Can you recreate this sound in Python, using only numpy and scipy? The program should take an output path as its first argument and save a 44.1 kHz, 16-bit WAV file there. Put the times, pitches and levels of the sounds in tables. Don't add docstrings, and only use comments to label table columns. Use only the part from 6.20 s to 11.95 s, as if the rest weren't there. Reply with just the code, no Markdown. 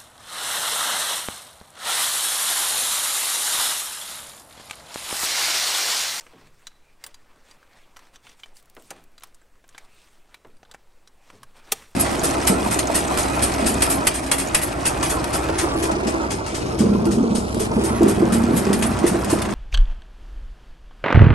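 import sys
import numpy as np
from scipy import signal
from scipy.fft import rfft, irfft
from scipy.io import wavfile

SR = 44100
rng = np.random.default_rng(int(sys.argv[2]) if len(sys.argv) > 2 else 0)


def transcribe(u):
    v = np.clip(np.atleast_2d(u).T, -1, 1)
    q = np.round(v * 32767).astype(np.int16)
    wavfile.write(sys.argv[1], SR, q)


N = 253575

# f/Hz, level/dB
STEEL_TONES = [(800, -2), (1100, 1.5), (1260, -5), (1570, -3), (2340, -4), (3060, -2), (3480, -4.5),
               (3950, -1), (4750, -1), (5730, -4.5), (6280, -9), (7650, -4), (9090, -6.5), (11400, -7.5),
               (15350, -5)]
EDGES = np.geomspace(90, 17000, 21)
CENTRES = np.sqrt(EDGES[1:] * EDGES[:-1])
AGE = np.arange(SR // 3) / SR
STEEL_MIDDLE_HZ = 2900


def clinks(bands, hold_s=0.00095, clack_t60=0.037, ring_t60=0.042, linger_t60=0.5):
    # t/s, clack level/dB, brightness/(dB per octave), louder part f/Hz, other part f/Hz, ring level/dB
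    contacts = [(0.008, -42.5, 0.5, 6280, 9090, -47.5), (0.066, -51.5, -6, 2340, 6280, -52.5),
                (0.4691, -39, 0.2, 3950, 5700, -39.5), (0.839, -35, 4, 4750, 7650, -42),
                (0.864, -39.5, 2.3, 9090, 15350, -38), (0.943, -45, 2, 4750, 3950, -50),
                (1.3112, -47.5, 1, 4750, 2340, -52), (1.428, -58, 0, 1570, 1270, -54.5),
                (1.762, -49, -0.5, 1260, 3060, -55), (1.767, -42, 0.5, 5730, 11400, -50),
                (1.791, -47, 0.5, 1260, 6280, -55), (1.958, -48, -0.5, 6280, 3480, -47.5),
                (2.068, -49, 0, 3480, 2340, -53.5), (2.093, -52, 3, 6280, 3480, -55),
                (2.198, -50.5, 1, 2340, 3480, -66), (2.234, -50, -1.5, 3060, 2340, -38.5),
                (2.258, -49.5, 0, 800, 2340, -56), (2.3676, -53, 10.5, 7650, 4750, -60),
                (2.7053, -34, 2.5, 9090, 6280, -39.5), (2.712, -47, -6, 800, 1570, -42.5),
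                (2.9794, -46.5, 2, 3950, 4750, -52), (3.007, -51, 1.5, 1570, 7650, -79),
                (3.0218, -48.5, -2, 3060, 3950, -57), (3.0347, -37.5, 2.5, 1260, 800, -45.5),
                (3.145, -58, 12, 7650, 9090, -57), (3.215, -62, -6, 1570, 7650, -60),
                (3.4409, -53, -4, 1570, 2340, -57.5), (3.49, -50.5, 6.5, 1570, 7650, -61),
                (3.547, -49.5, -5, 1570, 3370, -49), (3.5792, -39, 2.2, 2340, 800, -48.5),
                (4.143, -40.5, 0.1, 2340, 3950, -46.5), (4.368, -59.5, -3, 9090, 4750, -63.5),
                (4.43, -50.5, -5, 800, 6280, -57.5), (4.45, -56, -4.5, 3480, 1570, -59.5),
                (4.513, -42.5, -0.3, 7650, 3950, -50.5), (4.539, -49, 3, 1100, 1570, -57),
                (4.5452, -42, -3.5, 800, 2340, -56), (4.8742, -48.5, 2, 5730, 3950, -53.5),
                (5.101, -43, -2.5, 1100, 1570, -55), (5.231, -41, 1, 1100, 1570, -47),
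                (5.482, -51.5, -5.5, 800, 1570, -54), (5.6215, -46.5, -2.5, 1260, 9090, -53)]
    # f/Hz, level/dB
    clack_colour = [(150, -13.5), (550, 1), (1600, 5.5), (4000, -2), (8000, 0.5), (13000, -10.5),
                    (15500, -8)]
    colour = at_hz(CENTRES, *np.transpose(clack_colour)) - 1.5
    envelope = rise(0.00027) * held_fade(clack_t60, hold_s)
    tones = []
    for hz, _ in STEEL_TONES:
        linger = from_db(-22) / (1 + ((hz - 3950) / 490) ** 2)
        tones.append(unit_blow(pressed_steel(hz, ring_t60)) + linger * ring(hz, linger_t60))
    tones = unit_blow(np.array(tones) * rise(0.00047))
    out = np.zeros(N)
    for s, db, brightness, louder_hz, other_hz, ring_db in contacts:
        top_hz = 10000 * 2 ** ((db + 40.5) / 24)
        softness = -10 * np.log10(1 + (CENTRES / top_hz) ** 6)
        uneven = 3 * rng.standard_normal(len(CENTRES))
        tilt = brightness * np.log2(CENTRES / STEEL_MIDDLE_HZ)
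        add(out, s, burst(bands, colour + db + softness + uneven + tilt, envelope))
        add(out, s, from_db(ring_db) * steel_ring(tones, louder_hz, other_hz))
    return out


def steel_ring(tones, louder_hz, other_hz, fall_db_per_octave=36):
    hz, db = np.transpose(STEEL_TONES)
    louder = -fall_db_per_octave * np.abs(np.log2(hz / louder_hz))
    other = -3 - fall_db_per_octave * np.abs(np.log2(hz / other_hz))
    rest = -17 - 3 * np.abs(np.log2(hz / STEEL_MIDDLE_HZ))
    gains = from_db(db + np.max([louder, other, rest], axis=0))
    return (gains * rng.choice([-1, 1], len(hz))) @ tones


def pressed_steel(hz, t60, neighbour_db=-10):
    below, above = hz + np.array([-130, 130]) * rng.uniform(0.9, 1.22, 2)
    return ring(hz, t60) + from_db(neighbour_db) * (ring(below, t60) + ring(above, t60))


def latch(bands, snap_s=5.5208):
    # f/Hz, level/dB
    crack_colour = [(110, -16), (200, -8), (300, -23), (410, -8), (560, -30), (800, -18.5), (1500, -18),
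                    (3000, -15.5), (5000, -16), (8500, -12), (12000, -20), (15000, -24)]
    # f/Hz, level/dB
    buckle_tones = [(438, -6), (790, -3), (1238, -5), (1750, -10), (2331, -10), (2772, -9), (3182, -6),
                    (3429, -6), (4366, -5), (5028, -9), (5690, -6), (5895, -6), (6072, -7), (6363, -8),
                    (6944, -5), (8172, 0), (8570, -1), (8818, -3), (10067, -5), (10589, -10), (11025, -9),
                    (11456, -7), (11919, -7), (13076, -8), (13722, -8), (14320, -13), (15326, -14),
                    (15638, -15)]
    colour = at_hz(CENTRES, *np.transpose(crack_colour))
    slide = burst(bands, colour - 12, fade(t60=0.01)[::-1])
    crack = burst(bands, colour, held_fade(t60=0.034, hold_s=0.00092))
    shiver = burst(bands, colour - 20 - np.log2(CENTRES / 1000), fade(t60=0.31))
    out = np.zeros(N)
    add(out, snap_s - AGE[-1], slide)
    add(out, snap_s, crack + shiver)
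    for hz, db in buckle_tones:
        t60 = 0.042 * (hz / 3000) ** -0.18
        late_s = rng.uniform(0, 0.0014)
        add(out, snap_s + late_s, from_db(db - 27) * ring(hz, t60))
    out = filtered(out, 280, "high")
    add(out, snap_s, from_db(-49) * ring(hz=62, t60=0.7))
    return out


def seat_knocks(bands, rise_cycles=0.24):
    # t/s, level/dB, brightness/(dB per octave)
    knocks = [(0.132, -37.5, -5.5), (0.212, -47, 2), (0.225, -52.5, -11.5), (2.566, -34, 0.5),
              (2.708, -32.5, 0), (4.248, -36, -1.5), (5.127, -38, -5.5), (5.522, -46, -8.5)]
    # f/Hz, level/dB, time to fade by 60 dB/s
    seat = [(99, 1, 1), (208, 4, 0.58), (456, 9.5, 0.24), (716, 4.5, 0.18), (1570, -1, 0.07),
            (4020, -14, 0.021), (9000, -31, 0.03)]
    hz, db, t60 = np.transpose(seat)
    colour, band_t60s = at_hz(CENTRES, hz, db), at_hz(CENTRES, hz, t60)
    envelopes = np.array([rise(rise_cycles / f) * fade(t) for f, t in zip(CENTRES, band_t60s)])
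    out = np.zeros(N)
    for s, level_db, brightness in knocks:
        add(out, s, burst(bands, level_db + colour + brightness * np.log2(CENTRES / 450), envelopes))
    return out


def strap_rubbing(snags_per_s=45, sheen_hz=8500):
    # f/Hz, level/dB
    cockpit_colour = [(120, -7.5), (300, -4), (600, -3.5), (1000, -2), (1800, 0), (3000, -0.5),
                      (5000, -1.5), (8500, -4.5), (11000, -5.5), (15000, -7)]
    snagged = rng.random(N) < snags_per_s / SR
    snags = 0.82 * snagged * np.minimum(rng.exponential(1, N), 2)
    friction = from_db(drift(1500)) + signal.fftconvolve(snags, fade(t60=0.0092))[:N]
    grains = rng.standard_normal((2, N)) * friction
    grains /= grains.std()
    grains += 0.99 * signal.lfilter(*signal.iirpeak(sheen_hz, 9, fs=SR), grains)
    stutter_db = 0.73 * drift(70)
    out = np.zeros(N)
    for hz, band in zip(CENTRES, split(grains)):
        colour_db = at_hz(hz, *np.transpose(cockpit_colour)) - 1.5
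        flicker_db = 2.5 * drift(40)
        out += band * rub_strength(hz) * from_db(colour_db + stutter_db + flicker_db)
    return out


def rub_strength(hz):
    # start t/s, length/s, level/dB, brightness/(dB per octave)
    pulls = [(-0.05, 0.18, -52, 0), (0.078, 0.26, -52, -4.5), (0.27, 0.31, -58.5, -1),
             (0.786, 0.15, -49.5, -5), (1.077, 0.15, -62, -8), (1.217, 0.16, -52.5, -2),
             (1.485, 0.2, -52, -4), (1.737, 0.17, -50.5, -3.5), (1.925, 0.049, -46, -2.5),
             (2.011, 0.15, -48, -1.5), (2.15, 0.16, -56, 0), (2.337, 0.085, -55.5, 5),
             (2.53, 0.23, -56, 2.5), (2.638, 0.22, -49, -4.5), (3.006, 0.12, -53.5, -3),
             (3.473, 0.24, -52.5, -3), (3.676, 0.27, -53.5, -0.5), (3.872, 0.17, -59.5, -1),
             (4.058, 0.14, -55.5, -4.5), (4.451, 0.11, -56, -8.5), (5, 0.25, -51.5, -3),
             (5.335, 0.083, -48.5, -3.5), (5.406, 0.3, -44.5, -4), (5.495, 0.44, -62, 3)]
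    # t/s, level/dB
    shifting = [(0.0, -53.5), (0.27, -61), (0.64, -64), (1.25, -59.5), (3.44, -66), (3.59, -62),
                (4.42, -65.5), (4.82, -65), (5.62, -60), (5.75, -58.5)]
    t = np.arange(0, N, 100) / SR
    octaves = np.log2(np.clip(hz, 864, 9200) / 2610)
    rustle_db = np.interp(t, *np.transpose(shifting)) + 4 - 6 * octaves
    power = from_db(rustle_db) ** 2
    softness = 1 / (1 + (hz / 9700) ** 4)
    for start, length, db, brightness in pulls:
        progress = np.clip((t - start) / length, 0, 1)
        speed = np.abs(np.sin(np.pi * progress)) ** 0.93
        power += softness * (speed * from_db(db + brightness * octaves)) ** 2
    return np.interp(np.arange(N) / SR, t, np.sqrt(power))


def ticks(bands):
    # t/s, level/dB
    clicks = [(2.426, -46), (2.457, -48.5), (2.4986, -41.5), (2.55, -43), (2.6225, -42), (2.8391, -44),
              (2.918, -58), (2.9984, -48), (3.072, -48), (3.479, -47), (4.272, -54)]
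    colour = -12 + 4 * np.minimum(np.log2(CENTRES / 7000), 0)
    out = np.zeros(N)
    for s, db in clicks:
        add(out, s, burst(bands, db + colour, fade(t60=0.017)))
    return out


def scrapes(width_hz=170):
    drags = [(0.606, 0.767, 2380, -67), (1.444, 1.71, 2250, -67.5), (2.019, 2.147, 3430, -62),
             (2.621, 2.95, 2530, -72), (3.639, 3.904, 2610, -64), (5.339, 5.48, 2385, -64)]
    out = np.zeros(N)
    for start, end, hz, db in drags:
        stroke = np.sqrt(np.hanning(round((end - start) * SR)))
        resonance = signal.iirpeak(hz, hz / width_hz, fs=SR)
        song = signal.lfilter(*resonance, rng.standard_normal(SR))[:len(stroke)]
        add(out, start, from_db(db) * stroke * song / song.std())
    return out


def echo(x, t60=0.6, dull_hz=6000):
    tail = rng.standard_normal(len(AGE)) * fade(t60) * rise(0.0071)
    tail = filtered(tail / np.linalg.norm(tail), dull_hz, "low", order=1)
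    return from_db(-22) * signal.fftconvolve(x, tail)[:N]


def air(sway_db=-53):
    # f/Hz, level/dB
    air_colour = [(20, -50), (45, -39.5), (80, -48.5), (200, -54.5), (500, -55), (1200, -68), (3000, -71.5),
                  (8000, -69.5), (16000, -78)]
    hz = np.maximum(np.fft.rfftfreq(N, 1 / SR), 1)
    gains = from_db(at_hz(hz, *np.transpose(air_colour)))
    hiss = irfft(rfft(rng.standard_normal(N)) * gains, N)
    sway = filtered(rng.standard_normal(N), [3, 11], "band")
    return hiss + from_db(sway_db) * sway / sway.std()


def burst(bands, levels_db, envelope):
    start = rng.integers(len(AGE), N - len(AGE))
    share = np.sqrt(np.diff(EDGES) / (SR / 2))
    return (from_db(levels_db) * share) @ unit_blow(bands[:, start:start + len(AGE)] * envelope)


def ring(hz, t60):
    return unit_blow(np.sin(2 * np.pi * hz * AGE) * fade(t60)) * rng.choice([-1, 1])


def rise(build_s):
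    return 1 - np.exp(-AGE / build_s)


def fade(t60):
    return 1000 ** (-AGE / t60)


def held_fade(t60, hold_s):
    return np.minimum(fade(t60), from_db(-60 * hold_s / t60))


def unit_blow(x):
    return x * np.sqrt((SR // 100) / np.sum(x ** 2, axis=-1, keepdims=True))


def drift(rate):
    targets = rng.standard_normal(N // 8)
    return np.interp(np.arange(N) * rate / SR, np.arange(len(targets)), targets)


def split(noises):
    return np.array([filtered(noises[k % 2], EDGES[k:k + 2], "band") for k in range(len(CENTRES))])


def filtered(x, hz, kind, order=2):
    return signal.sosfilt(signal.butter(order, hz, kind, fs=SR, output="sos"), x)


def at_hz(hz, known_hz, values):
    return np.interp(np.log(hz), np.log(known_hz), values)


def from_db(db):
    return 10 ** (np.asarray(db) / 20)


def add(out, s, sound):
    at = max(round(s * SR), 0)
    out[at:at + len(sound)] += sound[:N - at]


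def scene(width_db=-37, width_delay_s=0.008):
    bands = split(rng.standard_normal((2, N)))
    hits = clinks(bands) + ticks(bands) + seat_knocks(bands) + latch(bands)
    mono = hits + echo(hits) + strap_rubbing() + scrapes() + air()
    side = np.zeros(N)
    add(side, width_delay_s, from_db(width_db) * mono)
    return np.array([mono + side, mono - side])


def record(dry):
    return signal.sosfilt(signal.ellip(10, .1, 90, 15700, fs=SR, output="sos"), dry)


dry = scene()
out = record(dry)
transcribe(out)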